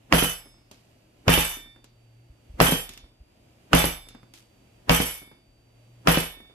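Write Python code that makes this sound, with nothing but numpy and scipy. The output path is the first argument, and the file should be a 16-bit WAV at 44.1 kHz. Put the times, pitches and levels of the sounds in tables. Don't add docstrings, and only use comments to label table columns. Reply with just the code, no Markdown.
import sys
import numpy as np
from scipy import signal
from scipy.fft import rfft, irfft
from scipy.io import wavfile
from scipy.ndimage import uniform_filter1d

SR = 44100
rng = np.random.default_rng(int(sys.argv[2]) if len(sys.argv) > 2 else 0)


def dump_mix(stems):
    frames = np.atleast_2d(stems).T
    limited = np.clip(frames, -1, 1)
    pcm = np.round(limited * 32767).astype(np.int16)
    wavfile.write(sys.argv[1], SR, pcm)


N = 288402

# start in seconds, delay of the base in seconds, levels of slap, thud and air push
# in dB, seconds until the bounce, levels of dishes and cutlery in dB, rattle length in seconds,
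# levels of the pan's low, middle and high tones in dB. All levels in the tables are relative.
SLAMS = [(0.1250, 0.0096, 21, -11.5, -41, 0.1, -19.5, -23.5, 0.21, -5.5, -12, 7.5),
         (1.2808, 0.011, 18, -10, -10.5, 0.096, -15, -21, 0.26, 8.5, 4, 1),
         (2.6025, 0.0088, 24, -11, -29.5, 0.12, -19.5, -20.5, 0.175, 0, -3, 0),
         (3.7318, 0.006, 23, -8, -39.5, 0.11, -16.5, -21.5, 0.164, -0.5, -4, 3),
         (4.8950, 0.0083, 18, -10, -27, 0.107, -21, -23.5, 0.275, 8, -5, -2.5),
         (6.073, 0.0096, 23.6, -12, -36, 0.1, -19.5, -24.5, 0.18, 2.5, -0.5, -10)]
# pitch in Hz, level in dB, seconds to fade by 60 dB,
# left over right in dB.
COUNTER_TONES = [(36.4, -24.5, 0.9, -1), (58.6, -11, 0.38, 2.5), (124, -13.5, 0.21, 1),
                 (165.86, -3.5, 0.25, -0.5), (256.4, -8.5, 0.2, -5), (364.4, -20.5, 0.33, -1.5),
                 (481.5, -9.5, 0.26, 1)]
# frequency in Hz, level in dB.
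KNOCK_COLOUR = [(40, -7.5), (250, 7), (600, -4.5), (1200, -6.5), (2200, -14), (5000, -29.5), (14000, -34.5)]
TICK_COLOUR = [(100, -17), (1000, -6.5), (2800, 0.5), (5000, -1.5), (9000, -6), (14000, -11)]
AIR_COLOUR = [(15, -31.5), (30, -15.5), (90, -15), (170, -17.5), (330, -17.5), (420, -23.5), (620, -21),
              (1100, -32.5), (1900, -34.5), (2700, -30.5), (4000, -38.5), (7000, -41), (14000, -46.5)]
# frequency in Hz, likeness from 0 to 1.
EAR_LIKENESS = [(175, .99), (300, .72), (600, .1), (1200, 0), (15000, 0)]


def gain_of(db):
    return 10 ** (np.asarray(db) / 20)


def evened(x):
    return x / np.sqrt(np.mean(x ** 2) + 1e-20)


def read(points, hz):
    row_hz, value = np.transpose(points)
    return np.interp(np.log(hz + 1), np.log(row_hz + 1), value)


def add(mix, s, sound):
    part = mix[:, max(round(s * SR), 0):][:, :sound.shape[-1]]
    part += sound[..., :part.shape[1]]


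def panned(db):
    return gain_of(np.array([[.5], [-.5]]) * db)


def coloured(x, colour, size=4096):
    log_gain = np.log(gain_of(read(colour, abs(np.fft.fftfreq(size, 1 / SR)))))
    response = np.fft.ifft(np.exp(np.conj(signal.hilbert(log_gain)))).real
    return signal.fftconvolve(x, response[None, :size // 2], axes=1)


def diffuse(size):
    # frequency in Hz, left over right in dB.
    balance = [(150, 2.5), (280, -2.5), (600, 0.5), (1200, -1.5), (2700, -6.5), (4500, -1.5), (6800, 5.5),
               (9000, 4), (10800, -8), (12500, -5), (14000, 4.5)]
    hz = np.fft.rfftfreq(size, 1 / SR)
    left, other = rfft(rng.standard_normal((2, size)))
    same = np.clip(read(EAR_LIKENESS, hz), -1, 1)
    right = same * left + np.sqrt(1 - same ** 2) * other
    return irfft(np.array([left, right]) * panned(read(balance, hz)), size)


def steady_noise(colour):
    return evened(coloured(diffuse(N), colour)[:, :N])


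def drift(size):
    return evened(uniform_filter1d(uniform_filter1d(rng.standard_normal(N), size), size))


def echoes(build_s=0.0075):
    # frequency in Hz, seconds to fade by 60 dB.
    echo_times = [(60, 0.19), (250, 0.16), (700, 0.387), (2500, 0.3141), (5000, 0.3168), (9000, 0),
                  (15000, 0.033)]
    hz, t, bands = signal.stft(diffuse(SR), SR, nperseg=256)
    fade_s = read(echo_times, hz)[:, None]
    equal_energy = np.sqrt(2 * np.log(1000) / (fade_s * SR))
    bands = bands * np.exp(-np.log(1000) * t / fade_s) * equal_energy
    tail = signal.istft(bands, SR, nperseg=256)[1][:, :SR]
    return tail * (1 - np.exp(-np.arange(SR) / SR / build_s))


def contact(colour, room_db, pulse_db=-6, scatter_db=-1, scatter_s=0.0035):
    # frequency in Hz, level in dB.
    echo_colour = [(50, -9), (150, -4.5), (300, 1), (1000, -1), (3000, 1.5), (8000, 3.5)]
    shudder = np.exp(-np.arange(SR) / SR / scatter_s)
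    direct = gain_of(scatter_db) * diffuse(SR) * shudder / np.linalg.norm(shudder)
    direct[0, 0] -= gain_of(pulse_db)
    direct[1, 4] -= gain_of(pulse_db)
    room = gain_of(room_db) * coloured(echoes(), echo_colour)[:, :SR]
    return coloured(direct + room, colour)


def ring(tones, size=SR):
    out, t = np.zeros((2, size)), np.arange(size) / SR
    for hz, db, fade_s, side_db in tones:
        phase = rng.uniform(-np.pi, np.pi, (2, 1)) * (1 - read(EAR_LIKENESS, hz))
        fade = np.exp(-np.log(1000) * t / fade_s)
        out += panned(side_db) * gain_of(db) * fade * np.sin(2 * np.pi * hz * t + phase)
    return out


def fridge(hum_hz=117, waver_hz=1.7):
    # time in seconds, level in dB.
    hum_levels = [(0, -62.5), (0.501, -67.5), (1.1, -65), (1.7, -66), (2.2, -54), (2.45, -65.5), (3.4, -69),
                  (4.3, -59.5), (4.55, -72), (4.8, -61.5), (5.45, -68.5), (6.0, -53.5), (6.54, -78)]
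    level = gain_of(np.interp(np.arange(N) / SR, *np.transpose(hum_levels)))
    waver = waver_hz * evened(uniform_filter1d(rng.standard_normal(N), size=4000))
    return level * evened(np.sin(2 * np.pi * np.cumsum(hum_hz + waver) / SR))


def air_and_rumble(air_db=-63.3, swell_db=1.46, rumble_db=-71, lumps_db=3):
    # frequency in Hz, level in dB.
    rumble_colour = [(15, -10), (40, 2.5), (70, -3.5), (110, -14), (300, -43), (1500, -94)]
    air = gain_of(air_db + swell_db * drift(size=8000)) * steady_noise(AIR_COLOUR)
    rumble = gain_of(rumble_db + lumps_db * drift(size=6000)) * steady_noise(rumble_colour)
    return air + rumble


def swings(swing_db=-58, swell_s=0.26):
    t = np.arange(N) / SR
    swell = sum(np.exp(-abs(t - s) / swell_s) * (t < s) for s, *_ in SLAMS)
    return gain_of(swing_db) * swell * steady_noise(AIR_COLOUR)


def slams(rim_db=25.0, push_s=0.0024, rush_db=-12, rush_s=0.0075):
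    # frequency in Hz, level in dB.
    crack_colour = [(30, -21.5), (120, -6), (300, -3.5), (550, -1.5), (900, -1), (1500, -2.5), (2100, -7),
                    (3000, -4.5), (3800, -18), (5300, -14.5), (7500, -28), (14000, -29.5)]
    slap_colour = [(30, -18.5), (100, 1), (140, 5.5), (220, 1), (400, -1), (580, 2), (1000, -2), (2000, -7),
                   (3000, -14.5), (4000, -15.5), (7000, -28.5), (14000, -28)]
    out, t = np.zeros((2, N)), np.arange(-SR // 20, SR // 20) / SR
    push = 2 * (t / push_s) * np.exp(-(t / push_s) ** 2)
    for s, base_s, slap_db, thud_db, push_db, *_ in SLAMS:
        rush = coloured(diffuse(len(t)) * np.exp(-abs(t) / rush_s), KNOCK_COLOUR)
        crack = contact(crack_colour, room_db=0, pulse_db=-8.5, scatter_db=0, scatter_s=.0028)
        add(out, s + t[0], gain_of(rush_db) * rush)
        add(out, s + t[0], gain_of(push_db) * push)
        add(out, s, gain_of(rim_db) * crack)
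        add(out, s + base_s, gain_of(slap_db) * contact(slap_colour, room_db=0))
        add(out, s + base_s, gain_of(thud_db) * ring(COUNTER_TONES))
    return out


def ringing(pan_db=4.0, free_s=0.43, grip_s=0.098):
    # pitch in Hz, level in dB, seconds to fade by 60 dB,
    # left over right in dB.
    pan_tones = [(1812, -50, .9, 0), (2220, -43, .85, -2), (2326, -45, .8, 2), (3145, -51, .7, -3),
                 (3570, -38, 1.15, -6), (4140, -63, 1.1, 0), (5122, -59, 1.8, 0), (5163, -63, 1.1, 0),
                 (6330, -68, 1.3, 0), (7990, -62, 1.1, 0)]
    glass_tones = [(4650, -70.5, 10, 0.002)]
    out, t = np.zeros((2, N)), np.arange(SR) / SR
    grip = np.exp(-np.maximum(t - free_s, 0) / grip_s)
    for s, *_, low_db, middle_db, high_db in SLAMS:
        landing_colour = [(2250, low_db), (3570, middle_db), (5100, high_db)]
        tones = [(hz, db + read(landing_colour, hz), *rest) for hz, db, *rest in pan_tones]
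        add(out, s, gain_of(pan_db) * ring(tones) * grip)
        add(out, s, ring(glass_tones, size=3 * SR))
    return out


def clink(colour, tones, room_db, ring_db, spread, pieces=3):
    hit = contact(colour, room_db)[:, :SR // 2]
    chord = np.zeros_like(hit)
    for tunings in 1 + spread * rng.standard_normal((pieces, len(tones))):
        detuned = [(hz * tuning, *rest) for tuning, (hz, *rest) in zip(tunings, tones)]
        chord += ring(detuned, size=SR // 2)
    return hit + gain_of(ring_db) * chord / np.sqrt(pieces)


def chatter(clinks, per_s, fade_s, rise_s, uneven_db=5, size=SR // 8):
    sound = clinks[rng.integers(len(clinks))]
    t = np.arange(size) / SR
    strengths = rng.standard_normal(size) * gain_of(uneven_db * rng.standard_normal(size))
    swell = np.exp(-t / fade_s) * (1 - np.exp(-t / rise_s))
    hits = (rng.random(size) < per_s / SR) * strengths * swell
    hits /= np.linalg.norm(hits) + 1e-9
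    return signal.fftconvolve(sound, hits[None], axes=1)


def hops(length_s, flight_s=.064, flight_kept=.85, settled_db=-30, jitter_s=.004, uneven_db=.75, count=6):
    late, strong = rng.standard_normal((2, count))
    age = flight_s * np.append(0, np.cumsum(flight_kept ** np.arange(count - 1)))
    return zip(age + jitter_s * late, uneven_db * strong + settled_db * (age / length_s) ** 3)


def rattles(dishes_db=25.5, cutlery_db=23, dish_fall_db_per_s=85, metal_fall_db_per_s=24,
            jolt_s=.012, landing_s=.041):
    # frequency in Hz, level in dB.
    dish_colour = [(100, -17), (350, 1), (900, 4), (1800, 5.5), (2600, 5), (3200, 5), (3900, -3.5),
                   (5200, -3.5), (7000, -10.5), (14000, -16)]
    cutlery_colour = [(1500, -22), (4000, -17), (5500, -4), (7000, -7.5), (8600, 5.5), (9400, -0.5),
                      (10500, 11), (11700, 4), (12500, 8), (13300, 2.5), (14400, -2.5)]
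    # pitch in Hz, level in dB, seconds to fade by 60 dB, left over right in dB.
    dish_tones = [(656, -6, .2, 0), (846, -4, .22, -2), (1190, -6, .24, -3), (1322, -5, .24, -2),
                  (1576, -4, .22, 0), (1884, -4, .26, -2), (2293, -4, .3, -4), (2487, -4, .28, -6),
                  (2591, -2, .28, -7), (2975, 1, .32, -8), (3160, 2, .32, -6), (3522, 0, .22, -4)]
    cutlery_tones = [(4522, -7, .26, 0), (6110, -1.5, .26, 9), (7480, -7, .28, 6), (7838, -3, .38, 3),
                     (8676, 2, .22, 4), (9189, -13, .35, -8), (10115, -3, .42, -1), (10450, 0, .22, -7),
                     (10932, 0, .36, -10), (11270, -2, .22, -8), (11580, -2, .33, -6), (12130, -1, .28, 3),
                     (12455, 3, .24, -8), (12985, 0, .2, 6), (13698, 0, .34, 1), (13880, 1, .18, 9)]
    out = np.zeros((2, N))
    dishes = [clink(dish_colour, dish_tones, room_db=2, ring_db=-35.5, spread=.004) for _ in range(5)]
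    cutlery = [clink(cutlery_colour, cutlery_tones, room_db=8.5, ring_db=-34.2, spread=.001)
               for _ in range(5)]

    def burst(dish_db, metal_db):
        clatter = chatter(dishes, per_s=400, fade_s=.022, rise_s=.0017)
        jingle = chatter(cutlery, per_s=1200, fade_s=.025, rise_s=.0025)
        return gain_of(dishes_db + dish_db) * clatter + gain_of(cutlery_db + metal_db) * jingle

    for s, _, _, _, _, _, dish_db, metal_db, rattle_s, *_ in SLAMS:
        add(out, s + jolt_s, burst(dish_db - 4, metal_db - 1))
        for age, hop_db in hops(rattle_s):
            dish_hop_db = dish_db + hop_db - dish_fall_db_per_s * age
            metal_hop_db = metal_db + hop_db - metal_fall_db_per_s * age
            add(out, s + landing_s + age, burst(dish_hop_db, metal_hop_db))
    return out


def bounces(bump_db=15, thud_db=-22.0):
    # frequency in Hz, level in dB.
    bump_colour = [(30, -9), (130, 11.5), (280, 5), (520, 2), (1000, -5.5), (2500, -11), (5000, -13),
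                   (14000, -40)]
    out = np.zeros((2, N))
    for s, _, _, _, _, bounce_s, *_ in SLAMS:
        bump = contact(bump_colour, room_db=-2, pulse_db=-2, scatter_s=.008)
        add(out, s + bounce_s, gain_of(bump_db) * bump)
        add(out, s + bounce_s, gain_of(thud_db) * ring(COUNTER_TONES))
    return out


def settling(first_s=0.32, every_s=.048, knock_db=-15, fall_db_per_s=55, uneven_db=1.0, jitter_s=0.016):
    out = np.zeros((2, N))
    knocks = [contact(KNOCK_COLOUR, room_db=-2, scatter_s=0.0078) for _ in range(5)]
    for s, *_ in SLAMS:
        for k, knock in enumerate(knocks):
            late, strong = rng.standard_normal(2)
            db = knock_db - fall_db_per_s * k * every_s + uneven_db * strong
            add(out, s + first_s + k * every_s + jitter_s * late, gain_of(db) * knock)
    return out


def taps(room_db=-3):
    # start in seconds, dull knock in dB, bright tick in dB.
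    knocks = [(0.713, -9, -17), (1.570, -7, -20), (1.762, -13, -50), (1.843, -18, -22), (2.685, 15, -10),
              (2.892, -11.5, -9), (2.936, -28, -17), (2.976, -36, -15.5), (4.087, -16, -16),
              (4.149, -6, -42), (4.231, -11.5, -45), (4.338, -19.5, -17), (5.218, -9, -39),
              (5.315, -12, -50), (6.403, -10.5, -43), (6.498, -14.5, -49)]
    out = np.zeros((2, N))
    for s, knock_db, tick_db in knocks:
        add(out, s, gain_of(knock_db) * contact(KNOCK_COLOUR, room_db, scatter_s=0.0082))
        add(out, s, gain_of(tick_db) * contact(TICK_COLOUR, room_db, scatter_s=0.0055))
    return out


def scuffs(grain_db=3):
    # start in seconds, level in dB, fade time in seconds.
    drags = [(0.715, -61.5, 0.13), (4.346, -51, 0.059)]
    out, t = np.zeros((2, N)), np.arange(SR // 3) / SR
    for s, db, fade_s in drags:
        grain = gain_of(grain_db * evened(uniform_filter1d(rng.standard_normal(len(t)), size=150)))
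        hiss = evened(coloured(diffuse(len(t)) * grain, TICK_COLOUR)[:, :len(t)])
        add(out, s, gain_of(db) * hiss * np.exp(-t / fade_s))
    return out


def thumps(hz=58, rise_s=0.0074):
    # start in seconds, level in dB.
    shifts = [(2.297, -42), (2.496, -37), (2.539, -34.5), (3.03, -43), (3.201, -41)]
    out, t = np.zeros((2, N)), np.arange(SR // 5) / SR
    swell = t / rise_s * np.exp(1 - t / rise_s)
    for s, db in shifts:
        add(out, s, gain_of(db) * swell * np.sin(2 * np.pi * hz * t))
    return out


def scene():
    background = fridge() + air_and_rumble()
    slamming = swings() + slams() + ringing() + rattles() + bounces() + settling()
    return background + slamming + taps() + scuffs() + thumps()


def record(dry, low_cut_hz=26, high_cut_hz=14750):
    bass_cut = signal.butter(2, low_cut_hz, "highpass", fs=SR, output="sos")
    treble_cut = signal.firwin(255, high_cut_hz, window=("kaiser", 8), fs=SR)
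    rounded = np.tanh(signal.sosfilt(bass_cut, dry))
    return signal.oaconvolve(rounded, treble_cut[None], "same", axes=1)


dry = scene()
out = record(dry)
dump_mix(out)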